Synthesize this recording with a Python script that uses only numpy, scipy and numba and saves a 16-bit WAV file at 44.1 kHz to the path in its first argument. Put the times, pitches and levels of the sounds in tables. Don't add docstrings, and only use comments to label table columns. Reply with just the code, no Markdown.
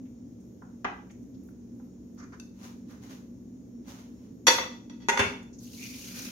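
import sys
import numpy as np
from scipy import signal
from scipy.fft import rfft, irfft, next_fast_len
from scipy.io import wavfile
from numba import njit

SR = 44100
rng = np.random.default_rng(int(sys.argv[2]) if len(sys.argv) > 2 else 0)


def unload_wav(signal):
    wavfile.write(
        sys.argv[1],
        SR,
        np.round(np.clip(np.atleast_2d(signal).T, -1, 1) * 32767).astype(np.int16),
    )


N = 278261
TIME = np.arange(N) / SR
AGE = TIME[:SR // 2]


def undb(db):
    return 10 ** (np.asarray(db) / 20)


def unit(x):
    return x / np.sqrt(np.mean(x ** 2) + 1e-30)


def along(points, hz):
    f, value = np.transpose(points)
    return np.interp(np.log(hz + 1), np.log(f), value)


def shape(x, gain):
    size = next_fast_len(x.shape[-1])
    return irfft(rfft(x, size) * gain(np.fft.rfftfreq(size, 1 / SR)), size)[..., :x.shape[-1]]


def colour(x, points):
    return unit(shape(x, lambda f: undb(along(points, f))))


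def band(x, hz, width_hz):
    return unit(shape(x, lambda f: 1 / (1 + ((f * f - hz * hz) / ((f + 1) * width_hz)) ** 2)))


@njit
def moving_band(x, hz, width_hz):
    y, band_state, low_state = np.empty(len(x)), 0., 0.
    for i in range(len(x)):
        g, damping = np.tan(np.pi * hz[i] / SR), width_hz / hz[i]
        passed = (band_state + g * (x[i] - low_state)) / (1 + g * (g + damping))
        band_state = 2 * passed - band_state
        low_state += 2 * g * passed
        y[i] = damping * passed
    return y


def noise(size):
    return rng.standard_normal((2, size))


def grains(per_s, spread_db):
    sizes = undb(spread_db * np.minimum(rng.exponential(size=(2, N)), 5))
    return unit((rng.random((2, N)) < per_s / SR) * sizes * rng.choice([-1, 1], (2, N)))


def walk(rate_hz):
    knots = np.linspace(0, TIME[-1], 2048)
    lowpass = np.exp(-(np.fft.rfftfreq(len(knots), knots[1]) / rate_hz) ** 2)
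    return np.interp(TIME, knots, unit(irfft(rfft(rng.standard_normal(len(knots))) * lowpass)))


def surge(peak_s, attack_s, release_s):
    return np.exp(-np.maximum((peak_s - TIME) / attack_s, (TIME - peak_s) / release_s))


def turn(mid_s, ease_s):
    return .5 + .5 * np.tanh((TIME - mid_s) / (2 * ease_s))


def add(out, at_s, sound):
    start = int(at_s * SR)
    out[:, start:start + sound.shape[1]] += sound[:, :N - start]


def chatter(length_s, count=9):
    contacts = np.zeros(len(AGE))
    later = np.arange(count) > 0
    position = (np.arange(count) + rng.uniform(0, 1, count) * later) / count
    energy = undb(np.where(later, 4 * rng.standard_normal(count), 6))
    np.add.at(contacts, (position * length_s * SR).astype(int), energy)
    return contacts / contacts.sum()


def swell(contacts, t60_s):
    retained = np.exp(-np.log(1e6) / (t60_s * SR))
    return np.sqrt(signal.lfilter([1], [1, -retained], contacts))


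def ports(x, spacing_m):
    likeness = lambda f: .97 * np.sinc(2 * f * spacing_m / 343)
    mid = shape(x[0] + x[1], lambda f: np.sqrt(1 + likeness(f))) / 2
    side = shape(x[0] - x[1], lambda f: np.sqrt(1 - likeness(f))) / 2
    return np.array([mid + side, mid - side])


def lean(x, points):
    return shape(x, lambda f: undb(np.array([[.5], [-.5]]) * along(points, f)))


# f/Hz, t60/s
ROOM_T60 = [(100, 0.35), (500, 0.45), (2000, 0.39), (5000, 0.44), (9000, 0.35), (15000, 0.41)]


def kitchen(x, delay_s, build_s):
    tail, source = 0, noise(len(AGE))
    for hz, t60_s in ROOM_T60:
        share = [(f, float(f == hz)) for f, _ in ROOM_T60]
        tail += shape(source, lambda f: along(share, f)) * np.exp(-np.log(1000) * AGE / t60_s)
    tail *= 1 - np.exp(-np.maximum(AGE - delay_s, 0) / build_s)
    return signal.fftconvolve(x, unit(tail) / np.sqrt(len(AGE)), axes=1)[:, :N]


# f/Hz, level/dB
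HUM_LINES = [(59.3, -66), (118.4, -60.5), (188.4, -55), (236.9, -51), (5523, -92), (6831, -93), (8694, -86),
             (13103, -81.5)]
# f/Hz, level/dB
FAN_SPECTRUM = [(25, -32), (40, -28.5), (60, -11), (120, -5.5), (160, -11.5), (250, -1.5), (340, -10),
                (500, -18.5), (750, -33), (1300, -40.5), (2500, -47), (4400, -48), (5600, -48.5),
                (14000, -48.5)]
# f/Hz, L-R/dB
FRIDGE_LEAN = [(220, -0.5), (450, -5), (1100, -1.5), (2500, 1), (6000, 1.5)]


def fridge(fan_db, waver_db, cabinet_db, cabinet_hz):
    hum = 0
    for hz, db in HUM_LINES:
        gain = undb(db + waver_db * walk(9.1))
        hum += gain * unit(np.sin(2 * np.pi * hz * TIME + 0.3 * walk(1.1)))
    cabinet = undb(cabinet_db + 4.4 * walk(3.7)) * band(noise(N), cabinet_hz, width_hz=41.4)
    fan = undb(fan_db) * colour(noise(N), FAN_SPECTRUM)
    return hum + lean(ports(fan + cabinet, spacing_m=0.19), FRIDGE_LEAN)


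# peak t/s, relative level/dB, attack/s
SCUFFS = [(2.646, -51.5, 0.035), (2.905, -59, 0.017), (3.039, -56, 0.015), (3.11, -54, .014),
          (3.89, -50, 0.016), (3.995, -60.5, 0.022), (4.256, -69, 0.09)]
# f/Hz, level/dB
CLOTH_SPECTRUM = [(200, -5.5), (500, -1.5), (900, 2), (1500, -2), (2500, -5), (4000, -6), (6500, -14),
                  (10000, -6.5), (15000, -11)]


def slippers(gain_db, release_s):
    effort = sum(undb(db) * surge(peak_s, attack_s, release_s) for peak_s, db, attack_s in SCUFFS)
    return undb(gain_db) * effort * colour(grains(per_s=6100, spread_db=3.8), CLOTH_SPECTRUM)


# t/s, level/dB, f/Hz, length/s
SMACKS = [(0.053, -62.5, 2200, 0.016), (0.402, -62, 9100, 0.011), (1.098, -52.5, 2080, 0.012),
          (1.109, -58.5, 7770, 0.0082), (1.223, -68, 8100, 0.0074), (1.343, -65, 3880, .012),
          (1.435, -53, 12100, 0.067), (2.145, -60.5, 13100, 0.0062), (2.181, -55, 5560, 0.024),
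          (2.225, -60, 5840, 0.019), (5.427, -57, 8900, .006), (5.53, -56, 5840, 0.026),
          (5.586, -54, 6340, 0.0071)]


def smacks(t60_s, width_share):
    out = np.zeros((2, N))
    for at_s, db, hz, length_s in SMACKS:
        snap = band(noise(len(AGE)), hz, hz * width_share)
        add(out, at_s, undb(db) * snap * swell(chatter(length_s, count=12), t60_s))
    return out


# t/s, level/dB, length/s
SCRAPES = [(2.174, -52.5, 0.029), (2.196, -46.5, 0.047), (2.322, -46.5, 0.02), (2.893, -52.5, 0.075)]
# f/Hz, level/dB
GRIT_SPECTRUM = [(700, 0), (2000, 2), (3400, -23), (4600, -8), (6500, -16), (9000, -30)]


def scrapes(hz, width_share, grit_db, t60_s):
    out = np.zeros((2, N))
    for at_s, db, length_s in SCRAPES:
        grating = band(noise(len(AGE)), hz, hz * width_share)
        grating += undb(grit_db) * colour(noise(len(AGE)), GRIT_SPECTRUM)
        add(out, at_s, undb(db) * grating * swell(chatter(length_s, count=24), t60_s))
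    return out


def bubbles(start_s, low_hz, high_hz, decay_cycles, count=600):
    out, age = np.zeros((2, N)), AGE[:1000]
    for when, pitch, size, side in rng.random((count, 4)):
        hz = low_hz * (high_hz / low_hz) ** pitch
        decay = age * hz / decay_cycles
        blip = np.exp(-decay) * np.sin(2 * np.pi * hz * age * (1 + 0.04 * np.minimum(decay, 4)))
        pan = np.sqrt([[side], [1 - side]])
        add(out, start_s + when * (TIME[-1] - start_s), size ** 3 * pan * blip)
    return out / out[:, int(start_s * SR):].std()


def hollow(dug_s, shallow_hz, deep_hz, width_hz):
    hz = shallow_hz + (deep_hz - shallow_hz) * turn(dug_s, ease_s=0.0074)
    hz *= 1 + 0.035 * walk(28)
    drops = grains(per_s=2700, spread_db=2.1)
    return unit(np.array([moving_band(moving_band(port, hz, width_hz), hz, width_hz) for port in drops]))


# peak t/s, level/dB
SPURTS = [(5.635, -49.5), (5.735, -51.5), (6.015, -59), (6.205, -53.5), (6.25, -45)]
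# peak t/s, level/dB
GURGLES = [(5.826, -46), (5.937, -50), (6.13, -59), (6.265, -56)]
# f/Hz, level/dB
HISS_SPECTRUM = [(2500, -6.5), (4500, 6), (6500, -4), (9000, 7.5), (12000, 8.5), (16000, 2)]
# f/Hz, level/dB
DRUM_SPECTRUM = [(200, -29), (500, 0), (900, -14), (1500, 1), (2500, -10), (5000, -29)]


def tap(open_s, ease_s, on_basin_s, spray_db, bubble_db, splash_db, drum_db, basin_db, flutter_db):
    def surges(rows):
        return sum(undb(db) * surge(peak_s, attack_s=0.019, release_s=0.018) for peak_s, db in rows)

    flow = turn(open_s, ease_s)
    spray_gain = undb(spray_db) * flow + surges(SPURTS)
    splash_gain = undb(splash_db) * flow ** 2 + surges(GURGLES)
    drum_gain = flow * (undb(drum_db) + undb(basin_db) * turn(on_basin_s, ease_s=0.037))
    splash = hollow(dug_s=5.75, shallow_hz=4250, deep_hz=2390, width_hz=610.0)
    spray = colour(grains(per_s=9000, spread_db=2.1), HISS_SPECTRUM)
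    blips = bubbles(open_s - 2 * ease_s, low_hz=2560, high_hz=6530, decay_cycles=7.1)
    water = spray_gain * (spray + undb(bubble_db) * blips)
    water += splash_gain * undb(2 * walk(23)) * splash
    water += drum_gain * colour(grains(per_s=2900, spread_db=1.5), DRUM_SPECTRUM)
    return water * undb(flutter_db * walk(41))


def strike(hits, modes, clack, ring_t60_s, clack_t60_s, ring_db):
    direct, to_room = np.zeros((2, 2, N))
    for at_s, db, chatter_s, cutoff_hz, pan_db, room_db in hits:
        contacts = chatter(chatter_s)
        ring = 0
        for hz, mode_db in modes:
            detuned_hz = hz * (1 + 0.00021 * rng.standard_normal())
            port_phase = rng.random((2, 1))
            ring += undb(mode_db) * np.sin(2 * np.pi * (detuned_hz * AGE + port_phase))
        blow = undb(ring_db) * unit(ring) * swell(contacts, ring_t60_s)
        blow += colour(noise(len(AGE)), clack) * swell(contacts, clack_t60_s)
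        blow = signal.sosfilt(signal.butter(2, [60, cutoff_hz], "band", fs=SR, output="sos"), blow)
        blow *= undb(db) / np.sqrt(np.sum(blow ** 2) / (.04 * SR))
        add(direct, at_s, blow * undb(np.array([[pan_db], [-pan_db]]) / 2))
        add(to_room, at_s, blow * undb(room_db))
    return np.array([direct, to_room])


# t/s, level/dB, chatter/s, cut-off/Hz, L-R/dB, room send/dB
CLINK_HITS = [(2.3985, -52, .002, 9700, 4.1, -3.5)]
# f/Hz, level/dB
CLINK_MODES = [(1519, -4), (2642, 0.5), (3617, -6), (4326, -5.5), (4714, -4), (5955, -12), (6273, -7.5)]


def ring_clink():
    return strike(CLINK_HITS, CLINK_MODES, HISS_SPECTRUM, ring_t60_s=0.044, clack_t60_s=0.014, ring_db=-8)


# t/s, level/dB, chatter/s, cut-off/Hz, L-R/dB, room send/dB
DISH_HITS = [(.619, -53.5, 0.004, 1300, -2, 0), (.8455, -29.5, 0.0048, 5440, 1, -2),
             (.8505, -30, 0.002, 4500, 1, -2), (1.487, -66, 0.0021, 4000, 0.16, -3),
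             (1.797, -64, 0.0031, 1200, 0, 0)]
# f/Hz, level/dB
DISH_MODES = [(723, -10.5), (807, -3.5), (1413, -4.5), (1720, -14), (1980, -9.5), (2493, -16), (3176, -31)]
DISH_CLACK = [(200, -12.5), (400, -4.5), (600, -18), (800, 3.5), (1050, -4.5), (1400, 1.5), (2100, -11),
              (3200, -21.5), (4200, -34), (6000, -43), (9000, -66.5)]


def dish_knocks():
    return strike(DISH_HITS, DISH_MODES, DISH_CLACK, ring_t60_s=0.061, clack_t60_s=0.033, ring_db=-9)


# t/s, level/dB, f/Hz, swell/s
BOOMS = [(5.198, -33, 102.5, 0.015), (5.388, -52, 241, 0.011)]


def basin_booms(t60_s):
    out = np.zeros((2, N))
    for at_s, db, hz, swell_s in BOOMS:
        boom = band(noise(len(AGE)), hz, width_hz=hz / 2)
        add(out, at_s, undb(db) * boom * swell(chatter(swell_s), t60_s))
    return out


# t/s, level/dB, chatter/s, cut-off/Hz, L-R/dB, room send/dB
SINK_HITS = [(5.1915, -21.5, 0.0054, 12000, 0, 0), (5.198, -26, 0.0077, 5800, 0, 0)]
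# f/Hz, level/dB
SINK_MODES = [(98, -13), (234, 10), (402, 13.5), (966, -23), (1402, 11.5), (1444, 6), (1943, -17),
              (2231, 14.5), (2634, -9), (2715, 8.5), (3513, 10.5), (4401, 4), (5865, -27), (6307, -30)]
SINK_CLACK = [(30, -45), (60, -17), (100, -22), (200, -0.5), (450, -6.5), (700, -1), (1400, -2),
              (2600, -0.5), (4000, -15.5), (6500, -23.5), (10000, -14), (15000, -28)]


def plate_in_sink():
    return strike(SINK_HITS, SINK_MODES, SINK_CLACK, ring_t60_s=0.14, clack_t60_s=0.053, ring_db=-7)


# t/s, level/dB, chatter/s, cut-off/Hz, L-R/dB, room send/dB
EDGE_HITS = [(5.086, -19.5, 0.014, 7000, 0, -3.5), (5.136, -31.5, 0.0058, 1500, 0, 0),
             (5.173, -27, 0.003, 6300, 0, 1)]
# f/Hz, level/dB
EDGE_MODES = [(402, -3), (836, 1.5), (922, 8.5), (1461, 1.5), (1918, 3.5), (2067, 2.5), (2738, -1),
              (3493, -1), (4358, -6.5), (5982, -16), (6293, -11.5), (6516, -27), (7399, -16), (9974, -21),
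              (10831, -10), (12000, -21), (12750, -23), (14950, -19)]
EDGE_CLACK = [(150, -37), (400, -2), (900, -8), (1800, 1.5), (2800, -6.5), (4000, -15.5), (6300, -19.5),
              (9000, -7), (15000, -9.5)]


def plate_on_edge():
    return strike(EDGE_HITS, EDGE_MODES, EDGE_CLACK, ring_t60_s=0.036, clack_t60_s=0.028, ring_db=-2)


# t/s, level/dB, chatter/s, cut-off/Hz, L-R/dB, room send/dB
PLATE_HITS = [(4.4685, -18, 0.0053, 16000, 2, 1), (4.4785, -15, 0.0053, 10300, 2, -4),
              (4.582, -29, 0.0056, 3020, 2, 1), (4.897, -54.5, 0.0021, 5900, 0, 0.5),
              (5.003, -58, 0.027, 5960, 0, 3.5)]
# f/Hz, level/dB
PLATE_MODES = [(512, -5), (926, 1), (1024, -14), (1445, -6), (1957, 3.5), (2151, -12.5), (2466, -13),
               (2616, -1), (3289, -4.5), (3386, 0.5), (3507, 2.5), (4061, -10.5), (4531, -1.5), (5685, -6),
               (5811, -6), (5921, -11), (6294, -12.5), (6941, -10), (7344, -14.5), (7794, -9), (8379, -7),
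               (8991, -4.5), (9399, -7.5), (9878, -1.5), (10853, -5.5), (11540, -6.5), (12171, -3.5),
               (12775, -13.5), (13312, -16.5), (14643, -15.5), (15150, -13.5)]
PLATE_CLACK = [(120, -33), (300, 0.5), (500, -8), (1000, 0), (2000, -4), (3000, -8), (4500, -6),
               (6000, -18.5), (8000, -20.5), (12000, -24.5), (15000, -21.5)]


def plate_on_counter():
    return strike(PLATE_HITS, PLATE_MODES, PLATE_CLACK, ring_t60_s=0.054, clack_t60_s=0.048, ring_db=1.5)


def scene():
    direct, to_room = plate_on_counter() + plate_on_edge() + plate_in_sink() + dish_knocks() + ring_clink()
    near = smacks(t60_s=0.038, width_share=0.61) + basin_booms(t60_s=0.37)
    near += scrapes(hz=1310, width_share=0.53, grit_db=-7, t60_s=0.097)
    far = slippers(gain_db=2, release_s=0.046)
    far += tap(open_s=5.73, ease_s=0.043, on_basin_s=6.095, spray_db=-46, bubble_db=-12,
               splash_db=-60.5, drum_db=-78, basin_db=-56.5, flutter_db=2)
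    echo = kitchen(to_room + undb(-4) * near + undb(-2.5) * far, delay_s=0.0013, build_s=0.0016)
    background = fridge(fan_db=-48.5, waver_db=2.5, cabinet_db=-52.5, cabinet_hz=248.1)
    return background + ports(far + echo, spacing_m=0.17) + ports(direct + near, spacing_m=0.11)


# f/Hz, gain/dB
MIC_RESPONSE = [(20, -2), (4600, 0), (6600, 12), (7000, 6.5), (7400, -4.5), (9500, -9.5), (12500, -6),
                (16000, -5.5)]
# f/Hz, L-R/dB
MIC_LEAN = [(300, 1), (1000, -2), (2200, 1), (5000, 1.5), (9000, -1)]
TOP_HZ = 15800


def record(dry):
    heard = lean(shape(dry, lambda f: undb(along(MIC_RESPONSE, f))), MIC_LEAN)
    return signal.sosfilt(signal.ellip(10, .2, 80, TOP_HZ, fs=SR, output="sos"), heard)


dry = scene()
out = record(dry)
unload_wav(out)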